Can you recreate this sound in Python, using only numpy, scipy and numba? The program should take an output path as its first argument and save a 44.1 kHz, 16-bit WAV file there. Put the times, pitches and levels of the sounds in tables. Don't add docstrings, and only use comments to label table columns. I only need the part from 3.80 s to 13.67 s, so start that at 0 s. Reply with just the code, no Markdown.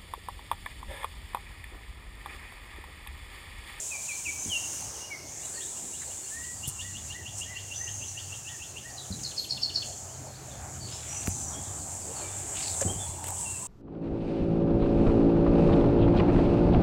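import sys
import numpy as np
from scipy import signal
from scipy.fft import rfft, irfft, next_fast_len
from scipy.io import wavfile
from scipy.ndimage import uniform_filter1d
from numba import njit

SR = 44100
rng = np.random.default_rng(int(sys.argv[2]) if len(sys.argv) > 2 else 0)


def bounce(signal):
    frames = np.transpose(np.atleast_2d(signal))
    limited = np.clip(frames, -1, 1)
    pcm = np.round(limited * 32767).astype(np.int16)
    wavfile.write(sys.argv[1], SR, pcm)


N = 435266
T = np.arange(N) / SR


def undb(db):
    return 10 ** (np.asarray(db) / 20)


def unit(x):
    return x / np.sqrt(np.mean(x ** 2))


def curves(rows):
    s, *columns = np.transpose(rows)
    return [np.interp(T, s, c) for c in columns]


def add(out, s, x):
    i = max(int(s * SR), 0)
    out[i:i + len(x)] += x[:max(N - i, 0)]


def colour(x, points):
    hz, db = np.transpose(points)
    f = np.fft.rfftfreq(len(x), 1 / SR) + 1
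    gain = undb(np.interp(np.log(f), np.log(hz), db))
    return irfft(rfft(x) * gain, len(x))


def walk(rate):
    k = max(int(SR / rate), 2)
    steps = np.repeat(rng.standard_normal(N // k + 1), k)
    return unit(uniform_filter1d(steps, k)[:N])


@njit
def svf(x, hz, width):
    y, b, l = np.empty(len(x)), 0., 0.
    for i in range(len(x)):
        g, k = np.tan(np.pi * hz[i] / SR), width / hz[i]
        v = (b + g * (x[i] - l)) / (1 + g * (g + k))
        b, l, y[i] = 2 * v - b, l + 2 * g * v, k * v
    return y


def band(x, hz, width):
    hz = np.clip(hz + np.zeros(len(x)), 20, .45 * SR)
    once = svf(x, hz, float(width))
    return unit(svf(once, hz, float(width)))


# (time [s], level [dB])
CHORUS_LEVEL = [(0.0, -38.5), (0.96, -38), (1.4, -49), (1.65, -38), (2.94, -41.5), (3.49, -47), (3.6, -41),
                (3.74, -46.5), (4.07, -42), (5.14, -46.5), (5.47, -43.5), (5.94, -51.5), (6.1, -41.5),
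                (6.57, -51), (7.56, -36.5), (7.78, -40.5), (8.52, -39.5), (8.99, -32.5), (9.4, -41.5),
                (9.62, -35.5), (9.87, -40)]
# (time [s], centre of the drone [Hz], extra treble [dB])
CHORUS_TONE = [(0, 7170, 5), (.95, 6700, 7), (1.4, 5870, 5), (1.65, 7380, 1), (2.8, 7300, 4),
               (3.4, 6870, 1.5), (5.8, 6810, 5.5), (6.3, 7020, -1), (9.87, 7740, 0.5)]
# (frequency [Hz], level [dB])
SIZZLE_COLOUR = [(1000, -9.5), (3000, -0.5), (5000, -11), (6500, 2), (8600, 11), (10000, 2), (12500, -6.5),
                 (16000, -6.5)]


def insects(count=5, pulse_hz=190, width_hz=2100, scatter=0.036, flutter_db=-0.1, treble_db=-11.5):
    (level_db,), (hz, bright_db) = curves(CHORUS_LEVEL), curves(CHORUS_TONE)
    drone = 0
    for place in np.linspace(-1, 1, count):
        rate_hz = pulse_hz * (1 + .3 * place + .25 * walk(60))
        phase = np.cumsum(rate_hz) / SR % 1
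        rasps = rng.standard_normal(N) * np.exp(-phase) * undb(flutter_db * walk(35))
        drone = drone + band(rasps, hz * (1 + scatter * place), width_hz)
    sizzle_db = treble_db + bright_db + 0.51 * walk(30)
    sizzle = unit(colour(rng.standard_normal(N), SIZZLE_COLOUR)) * undb(sizzle_db)
    return (unit(drone) + sizzle) * undb(level_db + 0.42 + 0.86 * walk(25))


def birds():
    return (trees(sliding_whistles(), wet_db=-9.5, t60_s=0.66, early_db=-5.0)
            + trees(rising_whistles(), wet_db=-6.5, t60_s=0.55, early_db=-2.5)
            + trees(low_whistles(), wet_db=-6.5, t60_s=0.47, early_db=-6)
            + trees(far_calls(), wet_db=-7, t60_s=0.65, early_db=-3.5)
            + trees(trill(), wet_db=-9, t60_s=0.44, early_db=-3.5)
            + trees(twitter(), wet_db=0.5, t60_s=0.34, early_db=-1.0))


def trees(x, wet_db, t60_s, early_db):
    t = np.arange(SR) / SR
    tail = rng.standard_normal(SR) * undb(-60 * t / t60_s) * (1 - np.exp(-t / 0.051))
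    early = rng.standard_normal(SR) * np.exp(-t / 0.028) * (t > .002)
    tail = undb(wet_db) * tail / np.linalg.norm(tail)
    early = undb(early_db) * early / np.linalg.norm(early)
    return x + signal.fftconvolve(x, tail + early)[:N]


def whistle(hz, gain, waver):
    tremble = unit(uniform_filter1d(rng.standard_normal(len(hz)), size=60))
    return gain * np.sin(2 * np.pi * np.cumsum(hz * (1 + waver * tremble)) / SR)


def song(notes, gain_db, waver, swell):
    out = np.zeros(N)
    for s, length, start, middle, end, db in notes:
        u = np.linspace(0, 1, int(length * SR))
        hz = np.polyval(np.polyfit([0, .5, 1], [start, middle, end], 2), u)
        gain = undb(db + gain_db) * np.abs(np.sin(np.pi * u)) ** swell
        add(out, s, whistle(hz, gain, waver))
    return out


def repeat(notes, shape, gain_db, waver, rasp, flutter_db):
    out, flutter = np.zeros(N), undb(flutter_db * walk(90))
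    when, ratio, shape_db = np.transpose(shape)
    paces = 1 + .1 * rng.standard_normal(len(notes))
    for (s, db, hz), pace in zip(notes, paces):
        t = np.arange(when[0], when[-1], pace / SR)
        pitch = np.interp(t, when, ratio)
        gain = undb(db + gain_db + np.interp(t, when, shape_db))
        roughness = waver + rasp * np.maximum(pitch - 1, 0)
        add(out, s + when[0] / pace, whistle(hz * pitch, gain, roughness))
    return out * flutter


# (time [s], length [s], start pitch [Hz], middle pitch [Hz], end pitch [Hz], level [dB])
SLIDING_NOTES = [(0.102, 0.081, 2690, 2400, 2310, -33), (0.274, 0.079, 2880, 2355, 2540, -32),
                 (0.445, 0.07, 3050, 2348, 2410, -29.5), (0.688, 0.11, 3450, 2840, 2793, -27.5),
                 (1.195, 0.068, 2860, 2830, 2990, -40.5), (1.297, 0.071, 2305, 2192, 1940, -35),
                 (7.722, 0.083, 3200, 3280, 3390, -46.5), (9.07, 0.054, 3055, 3165, 3310, -38),
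                 (9.181, 0.084, 3490, 3475, 3340, -41), (9.637, 0.081, 2880, 2710, 2840, -40),
                 (9.735, 0.037, 2770, 2694, 2600, -41)]


def sliding_whistles():
    return song(SLIDING_NOTES, gain_db=-1.0, waver=0.0069, swell=1.17)


# (first note [s], end [s], first gap [s], level [dB])
RISING_RUNS = [(1.642, 2.72, .1685, -48), (2.846, 5.05, .1572, -35.5)]
RISING_HZ, RISING_SAG_HZ_PER_S, QUICKEN_S = 2850, 54.7, .00078


def rising_notes():
    notes = []
    for first, end, gap, db in RISING_RUNS:
        s = first
        while s < end and gap > 0:
            notes.append((s, db, RISING_HZ - RISING_SAG_HZ_PER_S * (s - first)))
            s, gap = s + gap - QUICKEN_S / 2, gap - QUICKEN_S
    return notes


# (time from its loudest point [s], pitch ratio, level [dB])
RISING_SHAPE = [(-.04, .95, -30), (-.022, .96, -11.5), (-.008, .985, -4.5), (0, 1.01, 2),
                (.006, 1.07, -5.5), (.013, 1.17, -4), (.021, 1.23, -13), (.03, 1.36, -19)]


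def rising_whistles():
    return repeat(rising_notes(), RISING_SHAPE, gain_db=-3, waver=0.021, rasp=0.2, flutter_db=2.4)


# (time [s], level [dB], pitch [Hz])
LOW_NOTES = [(1.785, -46.5, 1900), (3.058, -47, 1970), (3.368, -44, 1980), (3.703, -42, 2034),
             (4.035, -43.5, 1970), (4.378, -51.5, 1934), (4.71, -45.5, 1940), (5.072, -46.5, 1943)]
# (time from its loudest point [s], pitch ratio, level [dB])
LOW_SHAPE = [(-.045, .88, -16), (-.018, 0.96, -5.5), (0, 0.99, 1.5), (.016, .995, -8.5), (.036, .95, -7),
             (.06, .89, -11.5)]
# (time [s], length [s], start pitch [Hz], middle pitch [Hz], end pitch [Hz], level [dB])
LONG_NOTE = [(2.5, 0.21, 1700, 1890, 1945, -43)]


def low_whistles():
    arches = repeat(LOW_NOTES, LOW_SHAPE, gain_db=0.0, waver=0.014, rasp=0, flutter_db=3.5)
    return arches + song(LONG_NOTE, gain_db=0, waver=0.013, swell=0.71)


# (time [s], level [dB], pitch [Hz])
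THIN_NOTES = [(.557, -38, 6450), (3.934, -36, 6330), (7.263, -39.5, 6080)]
# (time from its start [s], pitch ratio, level [dB])
THIN_SHAPE = [(0, .94, -10), (.03, .955, 2), (.08, .98, -1.5), (.25, 1.015, -5.5), (.32, .98, -3),
              (.38, .93, -6)]
# (time [s], length [s], start pitch [Hz], middle pitch [Hz], end pitch [Hz], level [dB])
HOARSE_NOTES = [(1.74, 0.049, 4690, 4400, 4200, -43.5), (1.804, 0.036, 2990, 3570, 3910, -41.5),
                (7.002, 0.083, 4600, 4390, 4440, -40.5), (7.113, 0.059, 4950, 5260, 5500, -39),
                (8.353, 0.064, 4650, 4380, 4360, -42), (8.409, 0.077, 2450, 2310, 2374, -48.5)]


def far_calls():
    thin = repeat(THIN_NOTES, THIN_SHAPE, gain_db=-4.0, waver=0.0136, rasp=0, flutter_db=4.5)
    return thin + song(HOARSE_NOTES, gain_db=-3.5, waver=0.031, swell=0.49)


# (time [s], level [dB], pitch [Hz])
TRILL_CHIPS = [(5.1828, -31, 3970), (5.325, -31, 4010), (5.4487, -23.5, 4320), (5.5806, -20, 4380),
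               (5.708, -17.5, 4436), (5.832, -17, 4480), (5.9586, -15.5, 4460)]
# (time from its loudest point [s], pitch ratio, level [dB])
CHIP_SHAPE = [(-.018, 1.16, -23), (-.011, 1.14, -16), (-.006, 1.06, -16), (-.002, 1.025, -11),
              (.002, 1.005, 0), (.005, .99, -2.5), (.009, .975, -17), (0.017, .96, -8), (0.027, .94, -19)]
BUZZ_LEAD_S, BUZZ_S, BUZZ_RATIO, BUZZ_FALL, BUZZ_DB = 0.017, .045, 1.175, 0.026, -16.5
FLICK_LAG_S, FLICK_S, FLICK_DB, FLICK_HZ = .061, 0.014, -19, (3700, 3297, 2450)


def trill():
    buzzes, flicks = [], []
    fall = BUZZ_RATIO * (1 + BUZZ_FALL * np.array([1, 0, -1]))
    for s, db, hz in TRILL_CHIPS:
        buzzes.append((s - BUZZ_LEAD_S, BUZZ_S, *(hz * fall), db + BUZZ_DB))
        flicks.append((s + FLICK_LAG_S, FLICK_S, *FLICK_HZ, db + FLICK_DB))
    chips = repeat(TRILL_CHIPS, CHIP_SHAPE, gain_db=-2.5, waver=.019, rasp=.25, flutter_db=.8)
    return (chips + song(flicks, gain_db=-1, waver=0.04, swell=0.21)
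            + song(buzzes, gain_db=-2.0, waver=0.044, swell=0.79))


def twitter(count=110, level_db=-57.5, spread_db=3):
    notes = []
    for a, b, c, d, e in rng.random((count, 5)):
        slide = 1 + 0.39 * (d - .5) * np.array([-1, 0, 1])
        hz = (2700 + 2400 * c) * slide
        notes.append((a * N / SR, 0.0204 + .05 * b, *hz, level_db + spread_db * (2 * e - 1)))
    return song(notes, gain_db=0, waver=0.021, swell=0.79)


# (time [s], length [s], start pitch [Hz], middle pitch [Hz], end pitch [Hz], level [dB])
SQUEAK_PARTIALS = [(5.585, .1, 11520, 11400, 11200, -53), (5.585, .1, 12960, 12960, 12940, -58),
                   (5.585, .1, 14400, 14400, 14380, -63)]


def squeak():
    return song(SQUEAK_PARTIALS, gain_db=2, waver=.003, swell=.4)


# (time [s], thud level [dB], thud pitch [Hz], time the thud takes to fall 60 dB [s],
# ring level against the thud [dB])
BUMPS = [(.66, -32.5, 200, 0.051, -8), (0.681, -36, 190, 0.054, -2), (2.876, -24.5, 134, 0.048, -16),
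         (5.305, -30, 190, 0.12, 1), (7.48, -11.5, 190, 0.013, -14), (9.016, -22, 596, 0.039, -28),
         (9.023, -23, 544, 0.046, -11), (9.051, -20, 185, 0.035, -9), (9.06, -26.5, 343, .05, 4.5),
         (9.104, -33, 370, .09, 3), (9.16, -29.5, 160, 0.057, 3), (9.29, -36, 129, 0.055, 5)]
GRIP_HZ, GRIP_T60_S = 96, 0.13


def bumps():
    out, t = np.zeros(N), np.arange(SR // 2) / SR
    for s, db, hz, t60, ring_db in BUMPS:
        thud = np.sin(2 * np.pi * hz * t) * undb(-60 * t / t60)
        ring = np.sin(2 * np.pi * GRIP_HZ * t) * undb(ring_db - 60 * t / GRIP_T60_S)
        add(out, s, undb(db) * (thud + ring))
    return out


# (time [s], peak level [dB])
CLICKS = [(7.464, -25), (7.4736, -15), (9.442, -19), (9.4695, -23), (9.4832, -21), (9.487, -23),
          (9.505, -19)]
# (frequency [Hz], level [dB])
CLICK_COLOUR = [(200, 2), (900, 2.5), (2500, -2.5), (5000, -16), (8000, 5.5), (11000, -6.5), (16000, -9)]


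def clicks(decay_s=0.001):
    out, t = np.zeros(N), np.arange(512) / SR
    for s, db in CLICKS:
        tick = colour(rng.standard_normal(len(t)), CLICK_COLOUR) * np.exp(-t / decay_s)
        add(out, s, undb(db) * tick / np.abs(tick).max())
    return out


# (time [s], length [s], level [dB], centre [Hz], width [Hz])
SCUFFS = [(0.637, 0.09, -49, 200, 300), (1.935, 0.34, -57, 258.6, 300), (2.21, 0.037, -50.5, 1750, 900),
          (2.874, 0.019, -35, 10100, 9000), (2.88, 0.037, -39, 8450, 5000), (3.57, 0.06, -40, 7500, 3000),
          (5.307, 0.16, -48, 200, 179), (5.433, .007, -32, 6200, 2500), (7.07, 0.17, -51.5, 3270, 1800),
          (7.2, 0.39, -53.5, 2450, 1800), (7.479, .02, -43, 10500, 7000), (8.29, 0.05, -45.5, 483, 120),
          (8.303, 0.51, -59, 2930, 1800), (8.741, 0.18, -45, 3000, 3030), (8.814, 0.15, -44, 4450, 1800),
          (9.011, 0.012, -28, 7200, 3000), (9.009, 0.029, -40, 1497, 2500), (9.037, 0.14, -40.5, 198, 350),
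          (9.058, 0.02, -31, 7800, 500), (9.428, 0.09, -53, 2600, 3000)]


def scuffs(grain_db=3):
    out, grain = np.zeros(N), rng.standard_normal(N) * undb(grain_db * walk(400))
    for s, length, db, hz, width in SCUFFS:
        u = np.linspace(0, 1, int(length * SR))
        rub = band(grain[int(s * SR):][:len(u)], hz, width)
        fade = unit(np.sqrt(u) * (1 - u))
        add(out, s, undb(db) * rub * fade[:len(rub)])
    return out


def background():
    return rumble() + traffic_wash() + leaf_hiss() + tyres() + hums()


# (frequency [Hz], level [dB])
RUMBLE_COLOUR = [(20, -34), (35, -27), (52, -0.5), (85, 7), (130, -1), (220, -7.5), (400, -20), (1000, -50)]
# (time [s], level [dB])
RUMBLE_LEVEL = [(0.0, -69), (1.37, -65), (2.2, -72), (2.89, -59), (4.81, -66.5), (7.69, -55.5),
                (8.0, -60.5), (9.87, -58)]


def rumble(gain_db=11):
    (level_db,) = curves(RUMBLE_LEVEL)
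    noise = unit(colour(rng.standard_normal(N), RUMBLE_COLOUR))
    return noise * undb(level_db + gain_db + 1.7 * walk(7))


def restless(points, flicker_db, rate):
    spectrum = rfft(colour(rng.standard_normal(next_fast_len(N)), points))
    hz = np.linspace(0, SR / 2, len(spectrum))
    place = 2 * np.log2(np.clip(hz, 250, 8000) / 250)
    depths = flicker_db * np.minimum(np.linspace(2, 0, 11), 1)
    total = 0
    for k, depth in enumerate(depths):
        share = np.sqrt(np.maximum(1 - np.abs(place - k), 0))
        total = total + irfft(spectrum * share)[:N] * undb(depth * walk(rate))
    return unit(total)


# (frequency [Hz], level [dB])
WASH_COLOUR = [(150, 3.5), (250, 0), (380, 2.5), (490, -3), (580, 1), (760, 2), (1100, -5.5), (1600, -9.5),
               (2400, -16), (8000, -48)]
# (time [s], level [dB])
WASH_LEVEL = [(0.0, -56.5), (1.07, -50.5), (2.8, -55), (4.64, -56), (7.06, -48.5), (8.03, -49),
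              (8.41, -44.5), (9.87, -52)]


def traffic_wash(gain_db=1.0):
    (level_db,) = curves(WASH_LEVEL)
    return restless(WASH_COLOUR, flicker_db=3.5, rate=16) * undb(level_db + gain_db)


# (frequency [Hz], level [dB])
LEAF_COLOUR = [(100, 5.5), (900, -5.5), (1600, 0), (2400, -1), (3300, -4), (4500, -0.5), (6000, 3.5),
               (10000, -1), (16000, -7)]


def leaf_hiss(level_db=-53.5):
    return restless(LEAF_COLOUR, flicker_db=5.5, rate=6) * undb(level_db)


# (time [s], pitch [Hz], level [dB])
TYRES = [(0, 964, -60.5), (3, 930, -68.5), (6.2, 700, -61.5), (8.8, 776, -52), (9.87, 923, -50)]


def tyres(width_hz=190):
    hz, level_db = curves(TYRES)
    wandering_hz = hz * (1 + 0.036 * walk(8))
    return band(rng.standard_normal(N), wandering_hz, width_hz) * undb(level_db + 2 * walk(10))


# (time [s], level [dB])
ENGINE_LEVEL = [(0.0, -65), (1.35, -67), (2.36, -66), (2.97, -49), (4.45, -49), (5.06, -61), (6.13, -53),
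                (7.23, -57), (7.39, -49), (9.02, -51), (9.18, -41), (9.87, -50)]
# (time [s], pitch [Hz])
ENGINE_PITCH = [(1.4, 83.05), (4.6, 101.3), (5.6, 92), (9.87, 89)]
# (time [s], level [dB])
HUM_LEVEL = [(0, -73.5), (7, -50), (8.2, -58), (9.87, -55.5)]
HUM_HZ = 126.6


def wavering_hum(hz, level_db):
    phase = 2 * np.pi * np.cumsum(hz * (1 + 0.0489 * walk(25))) / SR
    return np.sqrt(2) * undb(level_db + 2.65 * walk(14)) * np.sin(phase)


def hums(engine_gain_db=-1):
    (engine_hz,), (engine_db,), (hum_db,) = curves(ENGINE_PITCH), curves(ENGINE_LEVEL), curves(HUM_LEVEL)
    return wavering_hum(engine_hz, engine_db + engine_gain_db) + wavering_hum(HUM_HZ, hum_db)


def scene():
    mono = insects() + birds() + squeak() + bumps() + clicks() + scuffs() + background()
    return np.array([mono, mono])


def record(dry, bass_hz=42, top_hz=15800):
    thin = signal.sosfilt(signal.butter(4, bass_hz, "high", fs=SR, output="sos"), dry)
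    return signal.sosfilt(signal.ellip(10, .2, 70, top_hz, fs=SR, output="sos"), thin)


dry = scene()
out = record(dry)
bounce(out)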